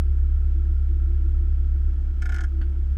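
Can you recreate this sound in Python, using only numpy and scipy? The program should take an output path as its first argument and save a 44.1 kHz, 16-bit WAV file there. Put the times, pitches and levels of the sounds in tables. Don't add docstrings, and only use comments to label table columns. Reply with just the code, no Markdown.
import sys
import numpy as np
from scipy import signal
from scipy.fft import rfft, irfft, next_fast_len
from scipy.io import wavfile
from scipy.ndimage import uniform_filter1d, map_coordinates

SR = 44100
rng = np.random.default_rng(int(sys.argv[2]) if len(sys.argv) > 2 else 0)


def boost_factor(decibels):
    exponent = np.asarray(decibels, float) / 20
    return 10 ** exponent


def wrap_up_sound(samples):
    columns = np.atleast_2d(samples).T
    tamed = np.clip(columns, -1, 1)
    steps = np.round(tamed * 32767).astype(np.int16)
    wavfile.write(sys.argv[1], SR, steps)


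N = 130977
TIME = np.arange(N) / SR


def unit(x):
    return x / np.sqrt(np.mean(x ** 2) + 1e-20)


def noise():
    return rng.standard_normal(N)


def curves(rows):
    s, *columns = np.transpose(rows)
    return [np.interp(TIME, s, column) for column in columns]


def wobble(rate):
    points = rng.standard_normal(int(N * rate / SR) + 4)
    return map_coordinates(points, [np.arange(N) * rate / SR])


def filtered(x, response):
    size = next_fast_len(len(x) + SR // 4)
    spectrum = rfft(x, size) * response(np.fft.rfftfreq(size, 1 / SR))
    return irfft(spectrum, size)[:len(x)]


def low_pass(x, corner_hz, steepness=6):
    return filtered(x, lambda f: 1 / (1 + (f / corner_hz) ** steepness))


def coloured(points):
    hz, db = np.transpose([(1, -120), *points, (SR / 2, -120)])
    return unit(filtered(noise(), lambda f: boost_factor(np.interp(np.log(f + 1), np.log(hz), db))))


def resonant(x, peaks):
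    def response(f):
        total = 0
        for k, (centre, width, db) in enumerate(peaks):
            peak = 1j * f * width / (centre * centre - f * f + 1j * f * width)
            total = total + (-1) ** k * boost_factor(db) * peak
        return total
    return unit(filtered(x, response))


# f/Hz, level/dB (per Hz)
HISS_COLOUR = [(1500, -3), (2500, -1.5), (5000, -9.5), (9000, -15), (12500, -23.5), (13000, -40),
               (15500, -45.5)]


def hiss():
    return boost_factor(-69.5) * coloured(HISS_COLOUR)


def cabin(x):
    t = np.arange(SR // 5) / SR
    t60_s, rise_s = 0.1, 0.003
    tail = rng.standard_normal(len(t)) * boost_factor(-60 * t / t60_s) * np.minimum(t / rise_s, 1)
    return boost_factor(-17) * signal.fftconvolve(x, tail / np.linalg.norm(tail))[:N]


# f/Hz, level/dB
WHINE_TONES = [(7978, -100), (9087, -93)]


def whine():
    return np.sqrt(2) * sum(boost_factor(db) * np.sin(2 * np.pi * hz * TIME) for hz, db in WHINE_TONES)


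# f/Hz, level/dB (per Hz)
BODY_COLOUR = [(70, -7), (110, -3), (300, -7.5), (420, -16.5), (700, -21), (1100, -27.5), (1900, -28),
               (2500, -71)]


def body_noise():
    return boost_factor(-52.5 + 0.79 * wobble(12)) * coloured(BODY_COLOUR)


# f/Hz, level/dB (per Hz)
SHAKE_COLOUR = [(8, -28.5), (18, -0.5), (30, -1.5), (55, 0.5), (78, -18.5), (92, -36)]


def body_shake(shake_db):
    return boost_factor(shake_db) * coloured(SHAKE_COLOUR)


# t/s, rate/(engine cycles per s)
IDLE_SPEED = [(0, 8.566), (2.08, 8.566), (2.16, 8.523), (2.4, 8.523), (2.97, 8.532)]


def crank_angle():
    start_angle = -0.71
    return start_angle + 2 * np.pi * np.cumsum(curves(IDLE_SPEED)[0]) / SR


CYLINDER_PUSH = [6.5, -1, 7, 3.5]


def firing_pushes(angle):
    stroke = np.floor(angle * 2 / np.pi).astype(int)
    strength = boost_factor(np.take(CYLINDER_PUSH, stroke, mode="wrap"))
    return np.diff(stroke, prepend=stroke[0]) * strength


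# f/Hz, width/Hz, level/dB
CLATTER_PEAKS = [(1346, 100, 0.5), (1267, 160, -2.5), (1415, 260, -7), (1825, 71, -11), (2165, 120, -14.5),
                 (3290, 240, -18), (4830, 710, -28)]


def valve_clatter(angle, fired):
    depth, lead_angle, tick_share = 0.41, 0.25, 0.33
    gate = 1 + depth * np.cos(4 * (angle + lead_angle))
    source = unit(gate * noise()) + tick_share * unit(fired)
    clatter = filtered(resonant(source, CLATTER_PEAKS), lambda f: 1 / (1 + (1150 / (f + 1)) ** 6))
    return boost_factor(-62 + 0.37 * wobble(10.0)) * clatter


# f/Hz, width/Hz, level/dB
FIRM_PANELS = [(134.3, 17, -8.5), (257, 36, -8.5), (389, 13, -7.5)]
# f/Hz, width/Hz, level/dB
LOOSE_PANEL_PEAKS = [(310.1, 7.3, -6.5), (324.9, 12, 1), (341.8, 19, -6.5)]
# t/s, buzz level/dB
LOOSE_PANEL_BUZZ = [(0.1, -52), (0.2, -54.5), (0.54, -54), (0.56, -47), (0.89, -56), (0.92, -49),
                    (1.67, -51.5), (1.71, -61.5), (1.74, -48.5), (1.93, -56), (1.96, -49.5), (2.06, -58),
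                    (2.09, -54), (2.35, -52), (2.38, -50), (2.42, -46), (2.85, -52.5), (2.9, -52.5)]


def panels(fired):
    kicks = unit(fired * boost_factor(1.7 * noise()))
    pushes = kicks + 0.65 * noise()
    firm = boost_factor(-60) * resonant(pushes, FIRM_PANELS)
    loose = boost_factor(1 + curves(LOOSE_PANEL_BUZZ)[0]) * resonant(pushes, LOOSE_PANEL_PEAKS)
    return low_pass(firm + loose, 430)


# multiple of the cycle rate, level/dB, cycle angle/rad
WEAK_ORDERS = [(5, -52.5, 0.2), (6, -47, .4), (7, -48, 0.23), (9, -43.5, -.3), (11, -64, 0.27),
               (12, -63, 0.19), (16, -62.5, .06), (28, -72, .1), (38, -64, 0.0225), (40, -67.5, 0.0634),
               (45, -67.5, .03), (157, -74.5, 0), (199.4, -85, -0.13)]


def weak_tones(angle, octave_db):
    tones = sum(boost_factor(db) * np.cos(round(k) * (angle + lead)) for k, db, lead in WEAK_ORDERS)
    return np.sqrt(2) * boost_factor(octave_db - octave_db.mean()) * tones


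# t/s, firing tone level/dB, octave level/dB, body shake level/dB
BOOM_LEVELS = [(0.1, -23.5, -20.5, -34.5), (0.54, -22.5, -21.5, -35), (0.58, -24.5, -21, -38.5),
               (1.72, -23, -22, -33.5), (1.79, -29, -21, -38), (1.88, -20, -22.5, -43),
               (1.93, -25, -24.5, -32.5), (2.54, -28.5, -24, -35.5), (2.64, -25, -22.5, -34.5),
               (2.73, -32.5, -24, -42), (2.81, -24, -24, -41), (2.9, -27.5, -22.5, -33.5)]


def engine():
    angle = crank_angle()
    fired = firing_pushes(angle)
    firing_db, octave_db, shake_db = uniform_filter1d(curves(BOOM_LEVELS), size=SR // 20, mode="nearest")
    boom = np.sqrt(2) * (boost_factor(firing_db) * np.cos(4 * angle) - boost_factor(octave_db) * np.cos(8 * angle))
    rumble = body_noise() + body_shake(shake_db)
    return rumble + valve_clatter(angle, fired) + panels(fired) + weak_tones(angle, octave_db) + boom


# t/s, level/dB
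PULL_EFFORT = [
    (0, -89.5),
    (2.2, -92),
    (2.23, -54.5),
    (2.35, -49.5),
    (2.45, -58),
    (2.49, -86.5),
    (2.97, -86),
]
# f/Hz, width/Hz, level/dB
BRACKET_PEAKS = [(268, 30, 1.5), (408, 40, -2.5), (652, 22, -1), (740, 73, -1.5), (806, 90, -5),
                 (900, 80, -13)]


def cable():
    creak = low_pass(resonant(noise(), BRACKET_PEAKS), 1100)
    return boost_factor(curves(PULL_EFFORT)[0] + 1.3 * wobble(45)) * creak


# f/Hz, width/Hz, level/dB
SETTLE_PEAKS = [(500, 290, -13), (1448, 120, 3.5), (1620, 140, -0.5), (1900, 160, -10.5),
                (2740, 410, -14.5), (3200, 400, -14), (4490, 78, -14.5), (6440, 1500, -33.5)]


def settle():
    t = np.maximum(TIME - 2.6115, 0)
    knock_t60_s, rise_s = 0.092, 0.0038
    fade = boost_factor(-40.5 - 60 * t / knock_t60_s) * np.minimum(t / rise_s, 1)
    knock = fade * resonant(noise(), SETTLE_PEAKS)
    thud_hz, thud_t60_s, thud_lag_s = 189, 0.055, 0.001
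    late = np.maximum(t - thud_lag_s, 0)
    thud = boost_factor(-34.5 - 60 * late / thud_t60_s) * np.sin(2 * np.pi * thud_hz * late)
    return knock - thud


# f/Hz, width/Hz, level/dB
PAWL_PEAKS = [(806, 300, -8.5), (1550, 400, 2.5), (2166, 280, 3), (2680, 300, -8), (3140, 350, -4.5),
              (3930, 250, -11.5), (4420, 150, -9), (5175, 160, -3.5), (5900, 200, -6), (6680, 330, -5.5),
              (7560, 350, -12.5), (7740, 370, -9), (10200, 2000, -20.5), (14000, 900, -25.5)]


def pawl_rattle(same, t):
    rise_s, t60_s, new_share, scatter_db = 0.0028, 0.052, 0.7, 1.5
    peaks = [(hz, width, db + scatter_db * rng.normal()) for hz, width, db in PAWL_PEAKS]
    snap = np.minimum(t / rise_s, 1) ** 0.87 * boost_factor(-60 * t / t60_s)
    return boost_factor(-4) * snap * resonant(same + new_share * rng.standard_normal(len(t)), peaks)


# f/Hz, first tooth level/dB, last tooth level/dB, time to fade by 60 dB t60/s
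HOUSING_MODES = [(1282, -13, -6, .1), (1430, 1.5, 0.5, 0.067), (1549, -3.5, -3.5, 0.15),
                 (1639, -12.5, -1, .08), (1730, -4.5, -2, 0.13), (1885, -34, -23, 0.062),
                 (2074, -26, -18, 0.081), (2133, -11, -8, 0.043), (2332, -15.5, -24, 0.065),
                 (2700, -24, -27, 0.04), (3080, -19, -19, 0.084), (3240, -34, -11, 0.044)]


def housing_ring(tension, start, t):
    rise_s, hold_s, drop_s, drop_db = 0.006, 0.0145, 0.0019, 7.5
    loss_while_held, scatter_db, detune = 0.3, 1.3, 0.004
    swell = np.sin(np.pi / 2 * np.minimum(t / rise_s, 1)) ** 2
    swell = swell * boost_factor(-drop_db * np.clip((t - hold_s) / drop_s, 0, 1))
    aged = loss_while_held * np.minimum(t, hold_s) + np.maximum(t - hold_s, 0)
    hz, slack_db, tight_db, t60 = np.transpose(HOUSING_MODES)[..., None]
    level_scatter, pitch_scatter = rng.standard_normal((2, len(hz), 1))
    level_db = slack_db + tension * (tight_db - slack_db) + scatter_db * level_scatter - 60 * aged / t60
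    phase = start + 2 * np.pi * hz * (1 + detune * pitch_scatter) * t
    return boost_factor(-3.5) * swell * np.sum(boost_factor(level_db) * np.sin(phase), axis=0)


# t/s, peak level/dB, housing over pawl level/dB
TOOTH_DROPS = [
    (2.2206, -33.5, -2),
    (2.256, -33, -1),
    (2.2918, -34, -1),
    (2.3207, -33.5, -1),
    (2.3427, -33, -2.5),
    (2.362, -33.5, -2.5),
    (2.3835, -35.5, 0),
    (2.4069, -34, -3.5),
    (2.4368, -34.5, -3.5),
]


def lever():
    out = np.zeros(N + SR)
    t = np.arange(SR // 5) / SR
    same = rng.standard_normal(len(t))
    start = rng.uniform(0, 2 * np.pi, (len(HOUSING_MODES), 1))
    tensions = np.linspace(0, 1, len(TOOTH_DROPS))
    for tension, (s, db, housing_db) in zip(tensions, TOOTH_DROPS):
        click = pawl_rattle(same, t) + boost_factor(housing_db) * housing_ring(tension, start, t)
        first = round((s - 0.0015) * SR)
        out[first:first + len(t)] += boost_factor(db) * click
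    return low_pass(out[:N], 14600, 60)


def scene():
    brake = cable() + settle() + lever()
    return (hiss() + whine() + engine() + cabin(brake) + brake)[None]


def top_cut(x):
    return signal.sosfilt(signal.butter(12, 15710, fs=SR, output="sos"), x)


def record(dry):
    return top_cut(dry)


dry = scene()
out = record(dry)
wrap_up_sound(out)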